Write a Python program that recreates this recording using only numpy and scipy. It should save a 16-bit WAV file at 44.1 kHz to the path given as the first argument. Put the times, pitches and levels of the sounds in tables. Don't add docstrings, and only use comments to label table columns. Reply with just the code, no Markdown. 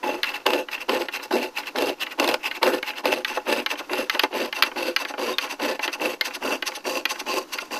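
import sys
import numpy as np
from scipy import signal
from scipy.fft import rfft, irfft
from scipy.io import wavfile
from scipy.ndimage import uniform_filter1d, minimum_filter1d, map_coordinates

SR = 44100
rng = np.random.default_rng(int(sys.argv[2]) if len(sys.argv) > 2 else 0)


def unload_audio(sound):
    columns = np.transpose(np.atleast_2d(sound))
    steps = np.round(np.clip(columns, -1, 1) * 32767)
    wavfile.write(sys.argv[1], SR, steps.astype(np.int16))


N = 343873
T = np.arange(N) / SR

# start_s, rise_s, force_db (relative)
DOWN_STROKES = [(.026, 0.014, -28.5), (.452, 0.012, -26), (0.88, 0.017, -26.5), (1.306, 0.0076, -25),
                (1.743, 0.039, -22.5), (2.173, 0.041, -22.5), (2.611, 0.024, -23), (3.03, 0.037, -24.5),
                (3.447, 0.057, -25.5), (3.885, 0.03, -27.5), (4.302, 0.072, -25.5), (4.75, 0.028, -28.5),
                (5.173, 0.022, -28), (5.58, 0.048, -26.5), (5.974, 0.067, -28), (6.4, 0.069, -27),
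                (6.835, 0.047, -28), (7.254, 0.03, -31), (7.7, .025, -33.5)]
# first_rub_s, rub_spread_s (Gaussian sigma), sway_s (delay to second rub), force_db (relative)
UP_STROKES = [(0.283, 0.024, 0.071, -26), (.738, 0.014, 0.077, -23.5), (1.15, 0.015, .092, -22.5),
              (1.586, 0.015, 0.092, -23), (2.022, 0.011, 0.1, -20), (2.46, 0.016, .1, -22.5),
              (2.885, 0.022, 0.099, -25), (3.297, 0.019, 0.063, -26.5), (3.716, 0.015, 0.077, -25),
              (4.143, 0.021, .091, -28), (4.577, .019, 0.088, -26.5), (5.01, .016, 0.084, -25.5),
              (5.432, 0.021, 0.084, -25), (5.841, .014, 0.099, -21.5), (6.263, 0.013, 0.089, -22.5),
              (6.676, 0.0098, 0.085, -25.5), (7.111, .011, 0.09, -27.5), (7.539, 0.01, 0.075, -26.5)]
# start_s, strength_db (relative), table_thud_db (relative)
BOARD_KNOCKS = [(.2312, -17.5, -44), (0.241, -22.5, -46), (0.685, -40, -42), (1.085, -30.5, -36.5),
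                (2.066, -36.5, -48), (2.512, -31, -42), (2.8276, -26, -36.5), (3.247, -20.5, -47),
                (3.373, -58, -25.5), (3.6618, -20, -39), (4.0966, -14.5, -41), (4.148, -30, -25),
                (4.1941, -11.5, -33), (4.235, -15, -18.5), (4.5264, -25.5, -45), (4.6236, -7, -38),
                (4.6336, -16, -33), (4.715, -51, -35), (4.9628, -14, -39), (5.05, -29.5, -39),
                (5.138, -52, -31.5), (5.3836, -15.5, -36), (5.793, -33.5, -32), (5.8776, -24.5, -29),
                (6.2105, -15, -34.5), (6.624, -24.5, -33.5), (7.0537, -15, -34), (7.585, -26, -54)]
# start_s, strength_db (relative)
TOOTH_SNAGS = [(0.462, -22.5), (0.4645, -12.5), (.504, -21), (0.5339, -17.5), (.8939, -19), (1.325, -27),
               (1.7606, -27.5), (1.785, -20), (1.8216, -22), (2.1978, -14.5), (2.2434, -19.5),
               (2.2767, -17), (2.2894, -17), (2.313, -24), (2.3413, -16.5), (2.629, -13), (3.0554, -16.5),
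               (3.9326, -19)]
# centre_s, spread_s (Gaussian sigma), pitch_hz, level_db
STICK_SLIP = (5.342, .008, 3650, -35)
# time_s, low_modes_db, side_whine_db, rub_hiss_db
KERF_SEAT = [(0, -6, -47, -25), (1.1, -3.5, -56, -13), (2.3, -2, -66, -32), (3.3, -6, -22, -10.5),
             (4.4, -10, -11.5, -9), (5.25, -21, -4.5, -8.5), (6.1, -6, -9, -10.5), (6.9, -2.5, 0, 3.5),
             (7.8, -1.5, -1, -5.5)]
# time_s, slack (0-1)
BOARD_SLACK = [(0, 0.04), (.5, 0), (3.05, 0.14), (3.45, 1), (5.9, 0.64), (7.8, 0.56)]
# centre_hz, width_hz, boost_db
TABLE_PEAKS = [(243, 14, 7.5), (363.8, 46, 8), (415, 110, -4.5), (508, 29.6, 6), (655, 990, 5.5),
               (764, 80, -6.5), (843, 45, 8), (1054, 72, 2.5), (1240, 68, -1.5), (1463, 130, 6.5),
               (1767, 58, 6), (1980, 280, 4), (2250, 41, 3.5), (2690, 210, 12.5), (4350, 560, -0.5),
               (6270, 700, 22), (7970, 180, 23.5), (9760, 220, 17), (11330, 1700, 9.5), (13300, 270, 2)]
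# centre_hz, width_hz, peak_db (relative)
BLADE_MODES = [(850, 50, -2), (2660, 190, 0), (2800, 150, -8), (4030, 220, -10), (5000, 300, -15),
               (12000, 250, -23), (13340, 200, -18)]
# centre_hz, width_hz, peak_db (relative)
WHINE_MODES = [(1053, 41, 11), (4627, 86, 6), (5780, 290, -6)]
# centre_hz, level_db (relative), t60_s
WOOD_MODES = [(878, -10.5, 0.072), (1121, -3.5, 0.055), (1345, -4.5, 0.053), (1472, -1, 0.044),
              (1632, 8, 0.024), (1844, 1.5, 0.039), (2073, 2.5, 0.043), (2390, 2, 0.036),
              (2670, 8.5, 0.013), (2875, 7, 0.022), (3200, -4, 0.033), (3600, -32, 0.0091),
              (3920, -8.5, 0.02), (4450, -19, 0.0083)]
# frequency_hz, level_db (relative)
PRESSED_BOARD_COLOUR = [(20, -39), (70, -30.5), (135, -19.5), (170, -23), (215, -13), (260, -0.5), (350, 3),
                        (550, 2.5), (800, -6), (1100, -11), (1700, -13), (3000, -44.5), (8000, -43.5)]
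LOOSE_BOARD_COLOUR = [(60, -57), (180, -16), (300, 1.5), (600, 2), (850, 6.5), (1500, -10.5), (3000, -30),
                      (8000, -72)]
LIGHT_TOUCH_COLOUR = [(20, -39), (70, -48), (140, -29), (200, -23.5), (280, 1.5), (360, -0.5), (600, 0),
                      (1000, 0), (1600, -7), (3000, -23.5), (8000, -61)]
RASP_COLOUR = [(60, -65), (300, -28), (900, 3.5), (1500, -1.5), (2700, 4.5), (3500, 1), (4900, 0),
               (5700, -17), (7000, -37.5), (9000, -25.5), (13500, -12.5), (15500, -73)]
SCRAPE_COLOUR = [(60, -55), (250, -14), (700, -4), (1000, 5.5), (1400, 1.5), (2700, 6.5), (3600, 2),
                 (5000, -1), (6300, -44), (8000, -47), (13500, -10), (15500, -30)]
HISS_COLOUR = [(200, -45), (2000, 4), (4500, 8.5), (5700, 2), (6400, -14), (7200, -19), (11000, -8),
               (14000, -13), (15500, -27)]
CRACK_COLOUR = [(60, -49), (300, -41), (1200, -4), (2000, 1.5), (3100, 2.5), (4200, 2.5), (4900, -2.5),
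                (5600, -17), (6300, -13), (7300, -27), (9000, -30), (11500, -16.5), (13500, -15),
                (15500, -34)]
YARD_COLOUR = [(20, 0), (40, -25), (80, -16.5), (140, -11.5), (170, -11), (300, 9.5), (500, -2.5),
               (1000, 0), (2700, -12.5), (6000, -12.5), (8000, -22), (13500, -22), (16000, -30)]
RUMBLE_COLOUR = [(15, -12), (35, 29), (60, -25), (120, -32), (400, -60)]
SIDE_COLOUR_POINTS = [(300, -70), (1000, -58), (2000, 2), (5000, 14.5), (13000, 24)]
SIDE_NOISE_COLOUR = [(20, 3), (60, -4), (150, -19), (1000, -27), (15000, -13)]

CUT_S, FALL_S = 0.21, 0.081
SAG_DB, SLACK_SAG_DB = 6.5, 2
RASP_DB, RASP_SLOPE, SLACK_RASP_DB = -32, 0.7, 3
RUB_SPREAD_S, SWAY_LOSS_DB, SWAY_SHORTER = 0.016, 4.5, 0.74
RUB_BOARD_DB, SLACK_BOARD_DB = -40, 11.5
RING_DB, RING_SLOPE = -20.5, 0.41
TAP_DB, TAP_SPREAD_DB, TAP_THUD_DB = -53, 3, -44.5
LAND_RISE_SHARE, LAND_DB, LAND_THUD_DB = 0.35, -20.5, -8


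def cutting(bite=1.19, judder_db=2, chatter_db=0.5, rasp_gain_db=-1, blade_gain_db=-2, entry_s=0.036, size=16000):
    out, on_blade, t = np.zeros(N), np.zeros(N), T[:size]
    judder = undb(judder_db * walk(70))
    chatter = undb(chatter_db * walk(260))
    tearing = np.pad(snaps(rate_hz=2000, scatter_db=2) * judder * chatter, (0, size))
    knocking = np.pad(snaps(rate_hz=800, scatter_db=1) * judder, (0, size))
    usual_db = np.mean(DOWN_STROKES, axis=0)[2]
    for start_s, rise_s, force_db in DOWN_STROKES:
        i = max(int(start_s * SR), 0)
        peaks = held()
        loose_hold = slack(start_s)
        sag_db = SAG_DB + (SLACK_SAG_DB - SAG_DB) * loose_hold
        edge_db = RASP_DB + RASP_SLOPE * (force_db - usual_db) + SLACK_RASP_DB * loose_hold
        rise = np.clip(t / max(rise_s, 0.004), 0, 1)
        fall = np.clip((CUT_S - t) / FALL_S, 0, 1) ** 1.28
        speed = rise * fall
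        feed = undb(-sag_db * (np.clip(t / CUT_S, 0, 1) - 0.5))
        load = knocking[i:i + size] * undb(force_db) * speed * feed
        rasp = tearing[i:i + size] * undb(edge_db) * speed ** bite * np.sqrt(feed)
        loose = np.exp(-(t / entry_s) ** 2)
        add(out, start_s, through(load * loose, response(LOOSE_BOARD_COLOUR, peaks)))
        add(out, start_s, through(load * np.sqrt(1 - loose), response(PRESSED_BOARD_COLOUR, peaks)))
        add(out, start_s, undb(rasp_gain_db) * through(rasp, response(RASP_COLOUR, peaks)))
        add(on_blade, start_s, rasp)
    return out + undb(blade_gain_db) * blade(on_blade)


def held(spread_db=2.28, detune=0.01):
    hz, width_hz, boost_db = np.transpose(TABLE_PEAKS)
    shift, lift = rng.standard_normal((2, len(TABLE_PEAKS)))
    return np.transpose([hz * (1 + detune * shift), width_hz, boost_db + spread_db * lift])


def slack(time_s):
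    return np.interp(time_s, *np.transpose(BOARD_SLACK))


def returning(lag_s=0.015, linger=0.75, slide_db=-42, slide_board_db=-45,
              scrape_gain_db=-4, hiss_gain_db=-1, hiss_loss=0.33, blade_gain_db=-4):
    slide = np.zeros(N)
    for (start_s, *_), (next_s, *_) in zip(DOWN_STROKES, DOWN_STROKES[1:]):
        turn_s = start_s + CUT_S
        slide += np.sin(np.pi * np.clip((T - turn_s) / (next_s - turn_s), 0, 1))
    scrape = undb(slide_db) * slide
    board = undb(slide_board_db) * slide
    hiss = np.zeros(N)
    seat_s, _, _, bright_db = np.transpose(KERF_SEAT)
    for first_s, spread_s, sway_s, force_db in UP_STROKES:
        spent_db = SWAY_LOSS_DB * (RUB_SPREAD_S / spread_s) ** 2
        rubs = [(first_s, spread_s, 0), (first_s + sway_s, SWAY_SHORTER * spread_s, spent_db)]
        for rub_s, width_s, loss_db in rubs:
            press = swell(rub_s, width_s)
            scrape = np.maximum(scrape, undb(force_db - loss_db) * press)
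            rub_hiss_db = force_db - hiss_loss * loss_db + np.interp(rub_s, seat_s, bright_db)
            hiss += undb(rub_hiss_db) * press
            shake_db = RUB_BOARD_DB + SLACK_BOARD_DB * slack(rub_s)
            board = np.maximum(board, undb(shake_db) * swell(rub_s + lag_s, linger * width_s))
    catch = undb(1.9 * walk(260))
    friction = snaps(rate_hz=9000, scatter_db=4) * catch * scrape
    bright = snaps(rate_hz=12000, scatter_db=2) * catch * hiss
    shaking = snaps(rate_hz=2500, scatter_db=0.5) * board
    return (undb(scrape_gain_db) * through(friction, response(SCRAPE_COLOUR, TABLE_PEAKS))
            + undb(blade_gain_db) * blade(friction)
            + undb(hiss_gain_db) * through(bright, response(HISS_COLOUR, TABLE_PEAKS))
            + through(shaking, response(LIGHT_TOUCH_COLOUR, TABLE_PEAKS)))


def board_knocks(crack_gain_db=23, ring_gain_db=32, thud_gain_db=29, spread_db=3, build_s=0.0019, size=6000):
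    out, t = np.zeros(N), T[:size]
    crack, table = response(CRACK_COLOUR), response(LIGHT_TOUCH_COLOUR, TABLE_PEAKS)
    hz, mode_db, t60_s = np.transpose(WOOD_MODES)[:, :, None]
    build = 1 - np.exp(-(t / build_s * hz / np.median(hz)) ** 2)
    for start_s, hit_db, low_db in [*BOARD_KNOCKS, *taps()]:
        weight, detune, phase = rng.standard_normal((3, len(WOOD_MODES), 1))
        decay = undb(mode_db + spread_db * weight - 60 * t / t60_s)
        tones = np.sin(2 * np.pi * (hz * (1 + 0.029 * detune) * t + phase))
        ring = (decay * tones * build).sum(axis=0)
        ring_db = RING_DB + RING_SLOPE * hit_db + ring_gain_db
        add(out, start_s, undb(ring_db) * ring / np.linalg.norm(ring))
        snap = signal.fftconvolve(contact(decay_s=0.0035), crack)
        add(out, start_s, undb(hit_db + crack_gain_db) * snap)
        thud = signal.fftconvolve(contact(decay_s=0.0087), table)
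        add(out, start_s, undb(low_db + thud_gain_db) * thud)
    return out


def taps():
    luck_db = TAP_SPREAD_DB * rng.standard_normal(len(UP_STROKES))
    settling = [(first_s + sway_s / 2, TAP_DB + db, TAP_THUD_DB + db)
                for (first_s, _, sway_s, _), db in zip(UP_STROKES, luck_db)]
    landing = [(start_s + LAND_RISE_SHARE * rise_s, db + LAND_DB, db + LAND_THUD_DB)
               for start_s, rise_s, db in DOWN_STROKES]
    return settling + landing


def snags(twang_gain_db=21, crack_gain_db=18, thud_gain_db=22):
    twang, slap = np.zeros(N), np.zeros(N)
    for start_s, hit_db in TOOTH_SNAGS:
        add(twang, start_s, undb(hit_db) * contact(decay_s=0.0033))
        add(slap, start_s, undb(hit_db) * contact(decay_s=0.0073))
    return (undb(twang_gain_db) * blade(twang)
            + undb(crack_gain_db) * through(twang, response(CRACK_COLOUR))
            + undb(thud_gain_db) * through(slap, response(LIGHT_TOUCH_COLOUR, TABLE_PEAKS)))


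def blade(force, sway_s=0.000293):
    seat_s, low_db, side_db, _ = np.transpose(KERF_SEAT)
    low = through(force * undb(np.interp(T, seat_s, low_db)), blade_response(BLADE_MODES))
    whine = through(force * undb(np.interp(T, seat_s, side_db)), blade_response(WHINE_MODES))
    return map_coordinates(low + whine, [(T + sway_s * walk(25)) * SR], order=3)


def blade_response(modes, size=4096):
    t = T[:size]
    h = np.zeros(size)
    for hz, width_hz, db in modes:
        h += undb(db) * width_hz * np.exp(-np.pi * width_hz * t) * np.cos(2 * np.pi * hz * t)
    h = signal.sosfilt(signal.butter(2, 500, "high", fs=SR, output="sos"), h)
    return h / np.linalg.norm(h)


def squeak(waver=0.015):
    centre_s, spread_s, hz, db = STICK_SLIP
    pitch_hz = hz * (1 + waver * walk(240))
    tone = unit(np.sin(2 * np.pi * np.cumsum(pitch_hz) / SR))
    return undb(db) * swell(centre_s, spread_s) * tone


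def surroundings(x, t60_s=0.13, size=16000):
    t = T[:size]
    tail = rng.standard_normal(size) * undb(-60 * t / t60_s) * (1 - np.exp(-t / 0.0058))
    tail = through(tail, response([(100, 1.5), (300, 0), (2500, -5), (6000, -5.5), (15000, -13.5)]))
    return through(x, tail / np.linalg.norm(tail))


def yard_noise(level_db=-49, drift_db=1.3):
    return undb(level_db + drift_db * walk(7.2)) * through(rng.standard_normal(N), response(YARD_COLOUR))


def air_rumble(level_db=-75, gust_db=5):
    return undb(level_db + gust_db * walk(3.4)) * through(rng.standard_normal(N), response(RUMBLE_COLOUR))


def stereo_spread(mid, side_db=-20, noise_db=-71):
    side = undb(side_db) * through(surroundings(mid, t60_s=0.035), response(SIDE_COLOUR_POINTS))
    return side + undb(noise_db) * through(rng.standard_normal(N), response(SIDE_NOISE_COLOUR))


def snaps(rate_hz, scatter_db):
    hit = rng.random(N) < rate_hz / SR
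    size = undb(scatter_db * np.clip(rng.standard_normal(N), -2, 2))
    return unit(hit * size * rng.choice([-1, 1], N))


def contact(decay_s, size=2048):
    force = rng.choice([-1, 1], size) * np.exp(-T[:size] / decay_s)
    return force / np.linalg.norm(force)


def swell(centre_s, spread_s):
    out = np.zeros(N)
    first = max(int((centre_s - 5 * spread_s) * SR), 0)
    near = slice(first, int((centre_s + 5 * spread_s) * SR))
    out[near] = np.exp(-0.5 * ((T[near] - centre_s) / spread_s) ** 2)
    return out


def response(points, peaks=(), size=4096):
    f = np.maximum(np.fft.rfftfreq(size, 1 / SR), 1)
    hz, db = np.transpose(points)
    db = np.interp(np.log(f), np.log(hz), db)
    for centre_hz, width_hz, boost_db in peaks:
        db = db + boost_db / (1 + (2 * (f - centre_hz) / width_hz) ** 2)
    cepstrum = irfft(np.log(undb(db)))
    cepstrum[1:size // 2] *= 2
    cepstrum[size // 2 + 1:] = 0
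    h = irfft(np.exp(rfft(cepstrum)))
    return h / np.linalg.norm(h)


def through(x, h):
    return signal.fftconvolve(x, h)[:len(x)]


def walk(rate_hz):
    knots = rng.standard_normal(N // 20)
    return 1.396 * np.interp(T * rate_hz, np.arange(len(knots)), knots)


def add(track, start_s, sound):
    i = max(int(start_s * SR), 0)
    track[i:i + len(sound)] += sound[:N - i]


def undb(db):
    return 10 ** (np.asarray(db) / 20)


def unit(x):
    return x / np.sqrt(np.mean(x ** 2))


def scene(wet_db=-20):
    saw = cutting() + returning() + board_knocks() + snags() + squeak()
    mid = saw + undb(wet_db) * surroundings(saw) + yard_noise() + air_rumble()
    side = stereo_spread(mid)
    return np.array([mid + side, mid - side]) * undb([[-0.07], [0.07]])


def record(dry, ceiling=1.0, top_hz=14600):
    wanted = np.minimum(1, ceiling / (np.abs(dry).max(axis=0) + 1e-9))
    gain = uniform_filter1d(minimum_filter1d(wanted, size=65), size=65)
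    low_pass = signal.ellip(8, 0.2, 70, top_hz, fs=SR, output="sos")
    return signal.sosfilt(low_pass, dry * gain)


dry = scene()
out = record(dry)
unload_audio(out)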